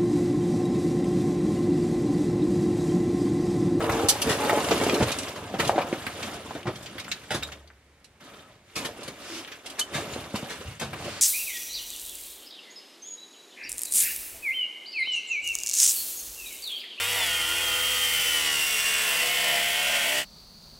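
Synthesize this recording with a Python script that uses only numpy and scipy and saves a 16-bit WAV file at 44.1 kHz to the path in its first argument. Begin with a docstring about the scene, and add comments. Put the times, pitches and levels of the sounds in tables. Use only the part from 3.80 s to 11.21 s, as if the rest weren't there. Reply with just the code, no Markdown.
"""Loose rock in a mine passage

Someone clambers over rubble, then takes a few slower steps on gravel. Under the boots heavy stones
knock and grind, hard chips clack, gravel crunches and sand hisses in countless tiny collisions.
The close rock walls answer with a short, dense echo. Near the end, wind or handling on the
microphone makes three soft low thumps."""
import sys
import numpy as np
from scipy import signal
from scipy.fft import rfft, irfft, next_fast_len
from scipy.io import wavfile
from scipy.ndimage import uniform_filter1d

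SR = 44100
rng = np.random.default_rng(int(sys.argv[2]) if len(sys.argv) > 2 else 0)


def store_pcm(level_fs):
    """Save levels as 16-bit WAV."""
    pcm = np.round(np.clip(level_fs, -1, 1) * 32767).astype(np.int16)
    wavfile.write(sys.argv[1], SR, np.atleast_2d(pcm).T)


N = 326781


def amp(db):
    """Decibels to gain."""
    return 10 ** (np.asarray(db) / 20)


def unit_rms(x):
    """Scales to rms 1."""
    return x / np.sqrt(np.mean(x ** 2) + 1e-20)


def running_rms(x, size):
    """Rms of the stereo mid over a sliding window of size samples."""
    return np.sqrt(abs(uniform_filter1d(x.mean(0) ** 2, size)) + 1e-14)


def peak_at(x, level_db, size=180):
    """Scales the highest running rms to level_db."""
    return x * amp(level_db) / running_rms(x, size).max()


def lookup(points, hz):
    """Interpolates a table over log frequency."""
    f, value = np.transpose(points)
    return np.interp(np.log(hz + 1), np.log(f + 1), value)


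def shaped(x, gain_db):
    """Zero-phase filter; gain_db is a function of frequency."""
    size = next_fast_len(x.shape[-1] + 2048)
    gain = amp(gain_db(np.fft.rfftfreq(size, 1 / SR)))
    return irfft(rfft(x, size) * gain, size)[..., :x.shape[-1]]


def band(x, low_hz, high_hz, order=3):
    """Butterworth band-pass, at least an octave wide."""
    high_hz = min(high_hz, .48 * SR)
    edges_hz = [min(low_hz, high_hz / 2), high_hz]
    return signal.sosfilt(signal.butter(order, edges_hz, "band", fs=SR, output="sos"), x)


def add(mix, start_s, sound):
    """Adds a stereo sound in place; negative times start at 0."""
    part = mix[:, max(round(start_s * SR), 0):][:, :sound.shape[1]]
    part += sound[:, :part.shape[1]]


def ring(hz, t60_s, size=5000):
    """One damped mode."""
    t = np.arange(size) / SR
    return np.sin(2 * np.pi * hz * t) * amp(-60 * t / max(t60_s, 1e-4)) * (hz < SR / 2)


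def contacts(per_s, spread_db, size):
    """Random tiny collisions, a few much harder than the rest."""
    force = amp(spread_db * np.minimum(rng.exponential(1, size), 4))
    return force * rng.choice([-1, 1], size) * (rng.random(size) < per_s / SR)


# f/Hz, left-right coherence
COHERENCE = [(60, 1), (250, 0.99), (500, 0.96), (1000, 0.84), (2000, 0.69), (4000, 0.39), (12000, 0.068)]
def stereo(spectra, hz, left_lag_s=4e-5):
    """Two independent spectra to left and right: alike in the bass, less so in the treble."""
    same = lookup(COHERENCE, hz)
    half_lag = np.exp(-1j * np.pi * hz * left_lag_s)
    right = same * spectra[0] + np.sqrt(1 - same ** 2) * spectra[1]
    return np.array([spectra[0] * half_lag, right / half_lag])


# Echo tail: f/Hz, t60/s
TAIL_DECAY = [(100, 0.74), (500, 0.46), (1500, 0.24), (4000, 0.22), (12000, 0.2)]
def passage(x, direct_db, early_s=.011, tail_db=-15, size=12000):
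    """One spot on the floor: direct path (dB re early echo), early wall reflections, short tail."""
    t = np.arange(size) / SR
    taps = rng.standard_normal((2, size)) * (rng.random((2, size)) < .12)
    early = taps * np.exp(-t / early_s)
    early[0, 24] += amp(direct_db) * np.linalg.norm(early[0])
    hz, age_s, (early_bins, tail_bins) = signal.stft(np.array([early, taps]), SR, nperseg=256)
    hz = hz[:, None]
    spectra = early_bins + tail_bins * amp(tail_db - 60 * age_s / lookup(TAIL_DECAY, hz))
    _, response = signal.istft(stereo(spectra, hz), SR, nperseg=256)
    return signal.fftconvolve(x[None], response, axes=1)


# f/Hz, width/Hz, peak weight/dB
WALL_MODES = [(351.8, 16, 7), (455, 23, 4.5), (568, 69, 4.5), (773, 38, 3.5), (860, 34, 2.5)]
def wall_gain_db(f):
    """Resonances between the walls, each a narrow peak in a broad, shallow dip."""
    gain_db = 0
    for hz, width_hz, weight_db in WALL_MODES:
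        peak = 1 / (1 + (2 * (f - hz) / width_hz) ** 2)
        dip = .19 / (1 + ((f - hz) / (2 * width_hz)) ** 2)
        gain_db += weight_db * (peak - dip)
    return gain_db


# f/Hz, relative density/dB
AIR_SPECTRUM = [(18, -31), (30, -3), (75, 4), (119, -0.5), (754, -9.5), (1200, -11.5), (2250, -8.5),
                (2630, -14.5), (9640, -24.5), (15000, -37.5)]
def air(level_db=-61):
    """The faint steady hush of the passage."""
    hz = np.fft.rfftfreq(N, 1 / SR)
    noise = stereo(rfft(rng.standard_normal((2, N))), hz)
    return amp(level_db) * unit_rms(irfft(noise * amp(lookup(AIR_SPECTRUM, hz)), N))


def rubbed_tone(hz, width_hz, level_db, length_s, fall_s, bend=0):
    """A narrow resonance rubbed for a moment; bend lifts its pitch at both ends."""
    t = np.arange(int(length_s * SR)) / SR
    wander = np.cumsum(rng.standard_normal(len(t))) * np.sqrt(2 * np.pi * width_hz / SR)
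    cycles = np.cumsum(hz * (1 + bend * (2 * t / length_s - 1) ** 2)) / SR
    envelope = np.exp(-t / fall_s) * signal.windows.tukey(len(t), .08)
    sound = np.sin(2 * np.pi * cycles + uniform_filter1d(wander, 60)) * envelope
    return amp(level_db) * np.array([sound, sound])


# Sliding hiss: f/pitch, relative density/dB
HISS_SPECTRUM = [(.1, -5), (.3, 2), (.6, 3.5), (.8, 1), (1, 3.5), (1.4, -3), (2.2, -8.5), (3, -23)]
# t/s, swell/s, hold/s, level/dB, f/Hz
SLIDES = [(5.33, .22, 0.043, -40.5, 5130), (7.12, 0.15, 0.12, -42, 4400)]
def sole_slide(swell_s, hold_s, level_db, hz, fall_s=.027):
    """A sole gathers speed on fine dust: contacts so many that they merge into a hiss."""
    t = np.arange(26000) / SR
    f = np.fft.rfftfreq(len(t), 1 / SR)
    speed = np.minimum(t / swell_s, 1) ** 1.45 * np.exp(-np.maximum(t - swell_s - hold_s, 0) / fall_s)
    gain = amp(lookup([(ratio * hz, db) for ratio, db in HISS_SPECTRUM], f))
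    noise = stereo(rfft(rng.standard_normal((2, len(t)))), f)
    hiss = irfft(noise * gain)
    return hiss / hiss.mean(0).std() * speed * amp(level_db)


# t/s, swell/s, length/s, gravel level/dB, stones re gravel/dB, ground re gravel/dB
SHOVES = [(-.01, 0.0086, 0.07, -39.5, 10.5, 3), (0.093, 0.034, 0.15, -38.5, 7.5, -5),
          (0.268, .02, 0.16, -39.5, 3, -2.5), (0.414, 0.072, 0.085, -34.5, 8, 1.5),
          (0.542, 0.074, 0.3, -35.5, 6, -6), (0.85, 0.041, 0.21, -35, 4, -1),
          (1.057, 0.019, 0.15, -37.5, 7.5, -8), (1.247, 0.03, 0.053, -36, 2, -6.5),
          (1.353, 0.02, 0.14, -41.5, 3, -5.5), (1.548, 0.026, 0.34, -47.5, 6.5, 3.5),
          (1.782, 0.0085, 0.09, -38, 6, 2), (1.947, 0.046, 0.081, -45.5, 13, 1),
          (2.057, 0.016, 0.42, -44.5, 1, -3.5), (2.338, 0.069, 0.23, -45, 4.5, -1.5),
          (2.6, 0.055, 0.18, -47.5, 3, -0.5), (2.896, 0.018, 0.41, -50, 1, 0.5),
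          (3.265, 0.031, 0.27, -51, -4, -5), (3.51, 0.023, 0.22, -52.5, 4, -2),
          (4.396, 0.016, 0.2, -53, 1, -5), (4.65, .03, 0.079, -61, 3, 3),
          (4.827, 0.18, 0.16, -51.5, -11, -13), (4.944, 0.051, .1, -43, 4, -3.5),
          (5.144, 0.044, 0.15, -48, 3, -6), (5.293, 0.14, 0.34, -48, 0, -12),
          (5.664, 0.047, 0.11, -51.5, -1, -15), (5.831, 0.025, 0.78, -50.5, 2.5, -12.5),
          (6.103, 0.037, 0.13, -43, 5, -1), (6.265, 0.027, 0.15, -45, 2, 1.5),
          (6.521, 0.029, 0.17, -45.5, 1, -13), (6.72, 0.045, 0.2, -47, -4.5, -2),
          (7.01, 0.23, 0.28, -44.5, 3, 2.5), (7.3, 0.071, 0.11, -52, 4, -7)]
def boot_shoves(rest_db=-72.5, firm_db=-40, settle_db_per_s=111):
    """Drive in dB on ground, stones, gravel and fines: shoves swell, hold, settle and add in power."""
    t = np.arange(0, N, 64) / SR
    power = np.full((4, len(t)), amp(rest_db) ** 2)
    for start_s, swell_s, length_s, level_db, stones_db, ground_db in SHOVES:
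        swell = np.clip((t - start_s) / swell_s, 0, 1)
        settle = amp(-settle_db_per_s * np.maximum(t - start_s - length_s, 0))
        fines_db = .27 * (level_db - firm_db) - .083 * stones_db  # more with force, less among stones
        gains = amp(level_db + np.array([ground_db, stones_db, 0, fines_db]))
        power += np.outer(gains, swell * settle) ** 2
    return [np.interp(np.arange(N) / SR, t, 10 * np.log10(p)) for p in power]


def grains(level_db, body, low_hz, high_hz, per_s, cycles, spread_db, spots=4):
    """Pieces of many sizes collide at a few spots; each rings for some cycles at its own pitch."""
    out = np.zeros((2, N))
    pitches_hz = np.geomspace(low_hz, high_hz, 7 * spots)
    for spot in range(spots):
        pile = np.zeros(N)
        for hz in pitches_hz[spot::spots]:
            hits = contacts(per_s / len(pitches_hz), spread_db, N)
            pile += signal.oaconvolve(hits, ring(hz, cycles / hz, size=3000) * hz)[:N]
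        out += passage(pile, direct_db=-5)[:, :N]
    out = shaped(out, lambda f: lookup(body, f))
    return out / running_rms(out, size=3000) * amp(level_db)


# Bodies of the loose material: f/Hz, gain/dB
GROUND_BODY = [(20, -16), (45, -15.5), (85, 0.5), (140, 1), (220, 3.5), (400, -45)]
STONE_BODY = [(70, -23.5), (160, -20), (250, -5), (340, 1.5), (500, -5.5), (850, -6), (1300, -7.5),
              (2200, -22), (5000, -64.5)]
GRAVEL_BODY = [(500, -40), (1200, -1), (1800, -2.5), (3200, -2), (5000, -11), (8000, -10.5), (15000, -45)]
SAND_BODY = [(2500, -38), (5000, 0), (7500, 2), (11000, 1), (13500, -6), (16000, -12.5)]
GRIT_BODY = [(80, -19.5), (250, 3.5), (700, 0), (1500, 0), (3500, -3.5), (6000, -10), (10000, -15),
             (13000, -24), (16000, -41)]  # also colours the footfalls
def shifting_rubble(ground_db, stones_db, gravel_db, fines_db):
    """Material shifts under the boots, from packed ground to sand; sparse pebbles tick on top."""
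    ground = grains(ground_db - .8, GROUND_BODY, 29, 260, per_s=230, cycles=4, spread_db=3)
    stones = grains(stones_db - .2, STONE_BODY, 158, 2150, per_s=1500, cycles=11, spread_db=3.3)
    gravel = grains(gravel_db - .6, GRAVEL_BODY, 884, 6380, per_s=1400, cycles=15, spread_db=2)
    sand = grains(fines_db - 7, SAND_BODY, 3800, 16000, per_s=2900, cycles=31, spread_db=3.5)
    pebbles = grains(fines_db - 7, GRIT_BODY, 3500, 11000, per_s=26, cycles=3, spread_db=3)
    return ground + stones + gravel + sand + pebbles


# t/s, length/s, level/dB, f/Hz, width/Hz, glide/oct
GRINDS = [(0, 0.31, -34.5, 455, 31.6, 0.11), (0, 0.29, -33, 315, 60, -0.014),
          (.07, 0.33, -37.5, 819, 70, 0.12), (.45, 0.06, -32.5, 450, 50, 0),
          (.59, 0.23, -32.5, 848, 55, -0.053), (.6, 0.08, -32.5, 435, 45, -0.12),
          (.66, 0.12, -33.5, 574, 60, 0.24), (.97, 0.26, -31, 399, 128, 0.12),
          (1.885, 0.15, -33, 746, 298, -0.074), (4.43, 0.26, -59.5, 1280, 110, .1)]
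def stone_grind(length_s, level_db, hz, width_hz, glide_oct):
    """Stone on stone: dense slips feed one narrow resonance, whose pitch drifts as the stone turns."""
    size = int(length_s * SR)
    pitch_hz = hz * 2 ** (glide_oct * np.linspace(-.5, .5, size))
    carrier = np.exp(2j * np.pi * np.cumsum(pitch_hz) / SR)
    slips = contacts(per_s=3000, spread_db=.81, size=size)
    lowpass = signal.butter(2, width_hz / 2, fs=SR, output="sos")
    resonance = carrier * signal.sosfilt(lowpass, slips / carrier)  # band-pass that follows the pitch
    sound = passage(resonance.real, direct_db=3)[:, :size]
    return sound / running_rms(sound, size=3000) * amp(level_db) * signal.windows.tukey(size, .25)


# t/s, level/dB, f/Hz
TICKS = [(2.127, -32, 2200), (2.83, -40, 2810), (3.28, -35, 1410), (3.689, -39.5, 1400),
         (3.902, -46.5, 1560), (5.648, -37, 3040)]
def pebble_tick(level_db, hz):
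    """One pebble taps once, close by."""
    tap = band(ring(hz, t60_s=7 / hz), .81 * hz, 2 * hz, order=1)
    return peak_at(passage(tap, direct_db=3, size=5000), level_db)


# t/s, level/dB, f/Hz, t60/s
CLINKS = [(0.12, -36, 5930, .012), (1.014, -31, 2360, .016), (1.096, -22, 2400, .022),
          (1.141, -36, 3020, .014), (1.145, -38, 4050, .03), (1.49, -51, 3900, .02),
          (2.455, -46, 5630, .015), (3.2, -46, 9000, .035), (3.281, -47, 7520, 0.044),
          (3.632, -29.5, 3790, 0.014), (3.632, -45, 7540, .03), (3.875, -53, 4440, .007),
          (6.325, -43, 6880, .028)]
def flake_clink(level_db, hz, t60_s):
    """A thin flake rattles against its neighbours: a gritty scratch and a brief ring."""
    t = np.arange(2500) / SR
    blows = contacts(per_s=1500, spread_db=2, size=len(t)) * np.exp(-t / .0018)
    blows[0] += 2
    modes = ring(hz, t60_s) + amp(-12) * ring(hz * 1.4, t60_s / 1.4)
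    body = unit_rms(signal.fftconvolve(blows, modes)[:len(t)])
    scratch = amp(-10) * unit_rms(band(blows, .72 * hz, 2 * hz, order=2))
    return peak_at(passage(body + scratch, direct_db=.5, early_s=.008), level_db)


# f/pitch, level/dB
CHIP_MODES = [(.72, -6.5), (1, 4), (1.4, 4.5), (1.85, 4.5), (2.3, -0.5), (2.799, -6.5)]
# t/s, level/dB, f/Hz, chatter decay/s
CLACKS = [(.094, -23, 1180, 0.0046), (.2855, -17, 4500, 0.0091), (.294, -23.5, 4300, 0.0031),
          (.4165, -24.5, 3460, 0.005), (.695, -22, 1280, 0.0035), (.845, -35, 3350, .002),
          (.909, -27, 2160, 0.0054), (1.035, -33, 3460, 0.0049), (1.095, -34, 2250, 0.0016),
          (1.141, -31, 3140, 0.003), (1.225, -29, 3030, 0.0082), (1.281, -32, 1750, 0.0055),
          (1.316, -28.5, 3000, 0.0047), (1.386, -30.5, 3270, 0.0012), (1.43, -37, 2980, 0.0026),
          (1.482, -38.5, 2720, .004), (1.559, -41.5, 2400, 0.0041), (1.798, -23, 1450, 0.0026),
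          (1.846, -32.5, 2340, 0.0087), (1.8745, -30.5, 3400, 0.0032), (2.014, -32, 1700, 0.0047),
          (2.266, -28, 1440, 0.0018), (2.4275, -32.5, 2500, 0.0042), (2.459, -45, 3700, 0.0032),
          (2.535, -44, 4000, 0.0056), (2.9565, -42, 2900, 0.0048), (3.025, -48, 4000, 0.01),
          (3.059, -39.5, 2370, 0.0058), (3.181, -36, 1710, 0.0061), (3.196, -37, 2740, 0.0039),
          (3.243, -42, 2090, 0.0019), (3.315, -26.5, 2320, 0.0026), (3.625, -32, 1750, 0.0035),
          (3.67, -49, 3800, .005), (3.719, -41, 2200, 0.0056), (4.2435, -51, 3100, 0.0028),
          (4.955, -37.5, 3600, 0.0045), (2.22, -41.5, 1900, .009), (5.231, -43, 3120, 0.0034),
          (5.281, -42, 2170, 0.0045), (5.675, -42, 1800, 0.006), (5.717, -40, 2100, 0.0096),
          (5.859, -37, 2980, 0.009), (5.898, -40.5, 3400, 0.0084), (5.993, -24, 4420, 0.0034),
          (6.333, -39, 2900, .006), (7.1305, -35.5, 1330, 0.0053)]
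def chip_clack(level_db, hz, chatter_s, t60_s=.0044):
    """Two hard chips strike and chatter, each from its own spot: a crack plus barely ringing modes."""
    t = np.arange(3000) / SR
    chatter = np.exp(-t / chatter_s) * (1 - .5 * np.exp(-t / .002))
    sound = 0
    for first_blow in (1.2, .6):
        blows = contacts(per_s=2000, spread_db=2.9, size=len(t)) * chatter
        blows[0] += first_blow
        modes = sum(amp(db) * ring(hz * ratio * rng.uniform(.92, 1.08), t60_s, size=800)
                    for ratio, db in CHIP_MODES)
        chip = amp(-4.5) * modes / np.linalg.norm(modes)
        chip[0] += 1.5  # the bare contact
        body = band(signal.fftconvolve(blows, chip)[:len(t)], .77 * hz, min(3.38 * hz, 12500))
        crack = amp(-8) * band(blows, 2 * hz, 12000, order=1)
        sound += passage(body + crack, direct_db=-18, early_s=.01, size=5000)
    return peak_at(sound, level_db)


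def stray_chips(gravel_db, per_s=3, low_hz=1800, high_hz=4200, candidates=80):
    """Lesser chips clack at random, louder the harder the gravel is pushed."""
    out = np.zeros((2, N))
    for when, chance, force, pitch in rng.random((candidates, 4)):
        if chance < per_s * N / SR / candidates:
            level_db = gravel_db[int(when * N)] - 11.5 + 4 * force
            hz = low_hz * (high_hz / low_hz) ** pitch
            add(out, when * N / SR, chip_clack(level_db, hz, chatter_s=.003))
    return out


# t/s, crunch level/dB, rise/s, fall/s, tilt/(dB/oct), heel re crunch/dB
FOOTFALLS = [(.49, -26.5, 0.006, 0.039, 2.5, -7), (1.789, -26, 0.012, 0.0033, 0.5, -4),
             (2.865, -28.5, 0.0036, 0.017, -3.5, 0.5), (3.504, -27.5, 0.0023, 0.03, 0.5, -6.5),
             (3.54, -31, 0.0058, 0.021, 2.5, 3.5), (4.953, -31, 0.011, 0.027, 3.5, -4),
             (5.047, -32, 0.0011, 0.012, 3, -13), (5.275, -39.5, 0.0055, 0.0036, 4, 2.5),
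             (5.978, -33.5, 0.018, .006, 0.5, -27), (6.128, -30.5, 0.023, 0.037, 1, 0.5),
             (6.55, -33, 0.0086, 0.0078, 3, -10), (6.688, -35.5, 0.018, 0.031, 1.5, -20),
             (6.995, -36, 0.0013, 0.026, 4.5, -11), (7.008, -33.5, 0.0052, 0.043, -0.5, 2)]
def footfall(level_db, rise_s, fall_s, tilt_db_per_oct, heel_db):
    """Gravel gives way under a sole, and the heel thuds as the full weight arrives."""
    t = np.arange(12000) / SR
    pressure = np.minimum(t / rise_s, 1) * np.exp(-np.maximum(t - rise_s, 0) / fall_s)
    hits = contacts(per_s=3500, spread_db=2.05, size=len(t)) * pressure
    grit = shaped(hits, lambda f: lookup(GRIT_BODY, f) + tilt_db_per_oct * np.log2((f + 300) / 2000))
    sound = peak_at(passage(grit, direct_db=-1), level_db, size=700)
    heel = knock(level_db + heel_db, hz=137, edge_db=-2, direct_db=-.5)
    add(sound, rise_s, heel)
    return sound


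# f/pitch, level/dB
KNOCK_MODES = [(.55, -4.5), (0.761, -2), (1, 5.5), (1.16, -11.5), (1.55, -7.5)]
# Heavy stones, except at 6.85, 6.879 and 6.912 s: soft low thumps of wind or handling on the microphone
# t/s, level/dB, f/Hz, edge re half the body's rms/dB, direct re early echo/dB
KNOCKS = [(.004, -28, 454, 10, 18), (.052, -38, 480, 4, -1), (.092, -20.5, 890, -16, 2),
          (.096, -25, 99, -12, 4), (.131, -23.5, 108, 5, 4), (.233, -23.5, 406, -4, 0),
          (.238, -26.5, 99, -24, 7), (.245, -25, 394, -6, 3), (.505, -23, 524, -11, 4),
          (.694, -22.5, 705, 6, 4), (.730, -17, 607, -7, 4.5), (.740, -25, 557, -1, 5),
          (.774, -17.5, 437, 2.5, 9), (.909, -19, 460, -3, 2), (.916, -20.5, 636, 3, -5),
          (.953, -27, 300, -5, 5), (1.013, -18, 557, 2, 7), (1.065, -19.5, 400, 1, 3),
          (1.097, -26, 480, -8, 4), (1.132, -17, 380, -14, 6), (1.2, -22.5, 116, -7, 0),
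          (1.208, -17.5, 424, 5, 7), (1.215, -19, 123.6, 2.5, -0.5), (1.225, -23, 517, 4, 3),
          (1.557, -37, 730, 20, 5), (1.740, -24, 392, 4.5, 1), (1.894, -12.5, 720, 1, 8.5),
          (1.958, -23.5, 420, 5, 7), (1.980, -14.5, 730, 1, 10), (1.987, -17, 800, 2, 11),
          (2.127, -19.5, 325, 0.5, 11), (2.267, -33, 224, 8, 6), (2.708, -30.5, 990, -19, 3),
          (2.751, -31.5, 279, 5.5, 3), (2.855, -30, 200, 5, 5), (2.876, -26, 111, -0.5, -3),
          (2.892, -28.5, 388, 0, 3), (3.154, -37.5, 294, -1, 2), (3.544, -31.5, 330, 7, 3.5),
          (5.089, -33, 620, -7, 2), (5.19, -39, 448, 0, 3), (5.281, -38.5, 413, -6, 0),
          (6.180, -29.5, 171, 13, 8), (6.361, -28, 456, -4, 2), (6.541, -23.5, 197, -2, 9),
          (6.628, -29.5, 180, -1, 7), (6.81, -37, 517, -2, -4), (6.85, -36, 64.6, -9.5, 5),
          (6.879, -34.5, 103, -16, 5), (6.912, -39.5, 130, -16, 5), (7.131, -33, 640, 9, -4),
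          (7.255, -34.5, 300, 7, 1), (7.281, -35, 556, 6, -1)]
def knock(level_db, hz, edge_db, direct_db):
    """A dull knock or thump: a few damped modes and a gritty edge."""
    t = np.arange(7000) / SR
    t60_s = .026 * (403 / hz) ** .92  # lower pitches ring longer
    modes = sum(amp(db) * ring(hz * ratio * rng.uniform(.98, 1.04), t60_s / ratio, size=len(t))
                for ratio, db in KNOCK_MODES)
    body = band(modes, .5 * hz + 25, 4 * hz, order=2)
    burst = rng.standard_normal(len(t)) * np.exp(-t / .018)
    edge = band(band(burst, 230, 1000, order=1), 140, 3500, order=1)
    impact = unit_rms(body) + amp(edge_db - 6) * unit_rms(edge)
    return peak_at(passage(impact, direct_db, early_s=.009, tail_db=-17), level_db)


def scene():
    """All sources over the hush, coloured by the wall resonances."""
    ground_db, stones_db, gravel_db, fines_db = boot_shoves()
    mix = shifting_rubble(ground_db, stones_db, gravel_db, fines_db) + air()
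    for table, source in ((KNOCKS, knock), (CLACKS, chip_clack), (CLINKS, flake_clink),
                          (TICKS, pebble_tick), (FOOTFALLS, footfall), (GRINDS, stone_grind),
                          (SLIDES, sole_slide)):
        for start_s, *row in table:
            add(mix, start_s, source(*row))
    # a low boom lingers after a step
    add(mix, 3.58, rubbed_tone(hz=72, width_hz=1.5, level_db=-40.5, length_s=.99, fall_s=.2))
    # a dragging sole judders
    add(mix, 5.495, rubbed_tone(hz=314, width_hz=13, level_db=-39.5, length_s=.118, fall_s=.9, bend=.095))
    # a hard edge squeaks on stone, two partials
    add(mix, 6.009, rubbed_tone(hz=3075, width_hz=23, level_db=-17, length_s=.15, fall_s=.013))
    add(mix, 6.02, rubbed_tone(hz=6440, width_hz=160, level_db=-45, length_s=.023, fall_s=.035))
    mix += stray_chips(gravel_db)
    return shaped(mix, wall_gain_db)


def record(dry, low_hz=42, high_hz=15700):
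    """Microphone: bass cut, a slight lean to the right, band limit."""
    lean = [(150, .094), (600, .34), (1200, .37), (4000, .38)]  # f/Hz, right boost and left cut/dB
    left, right = signal.sosfilt(signal.butter(2, low_hz, "high", fs=SR, output="sos"), dry)
    left = shaped(left, lambda f: -lookup(lean, f))
    right = shaped(right, lambda f: lookup(lean, f))
    lowpass = signal.firwin(511, high_hz, window=("kaiser", 9), fs=SR)
    return signal.oaconvolve(np.array([left, right]), lowpass[None], "same")


dry = scene()
out = record(dry)
store_pcm(out)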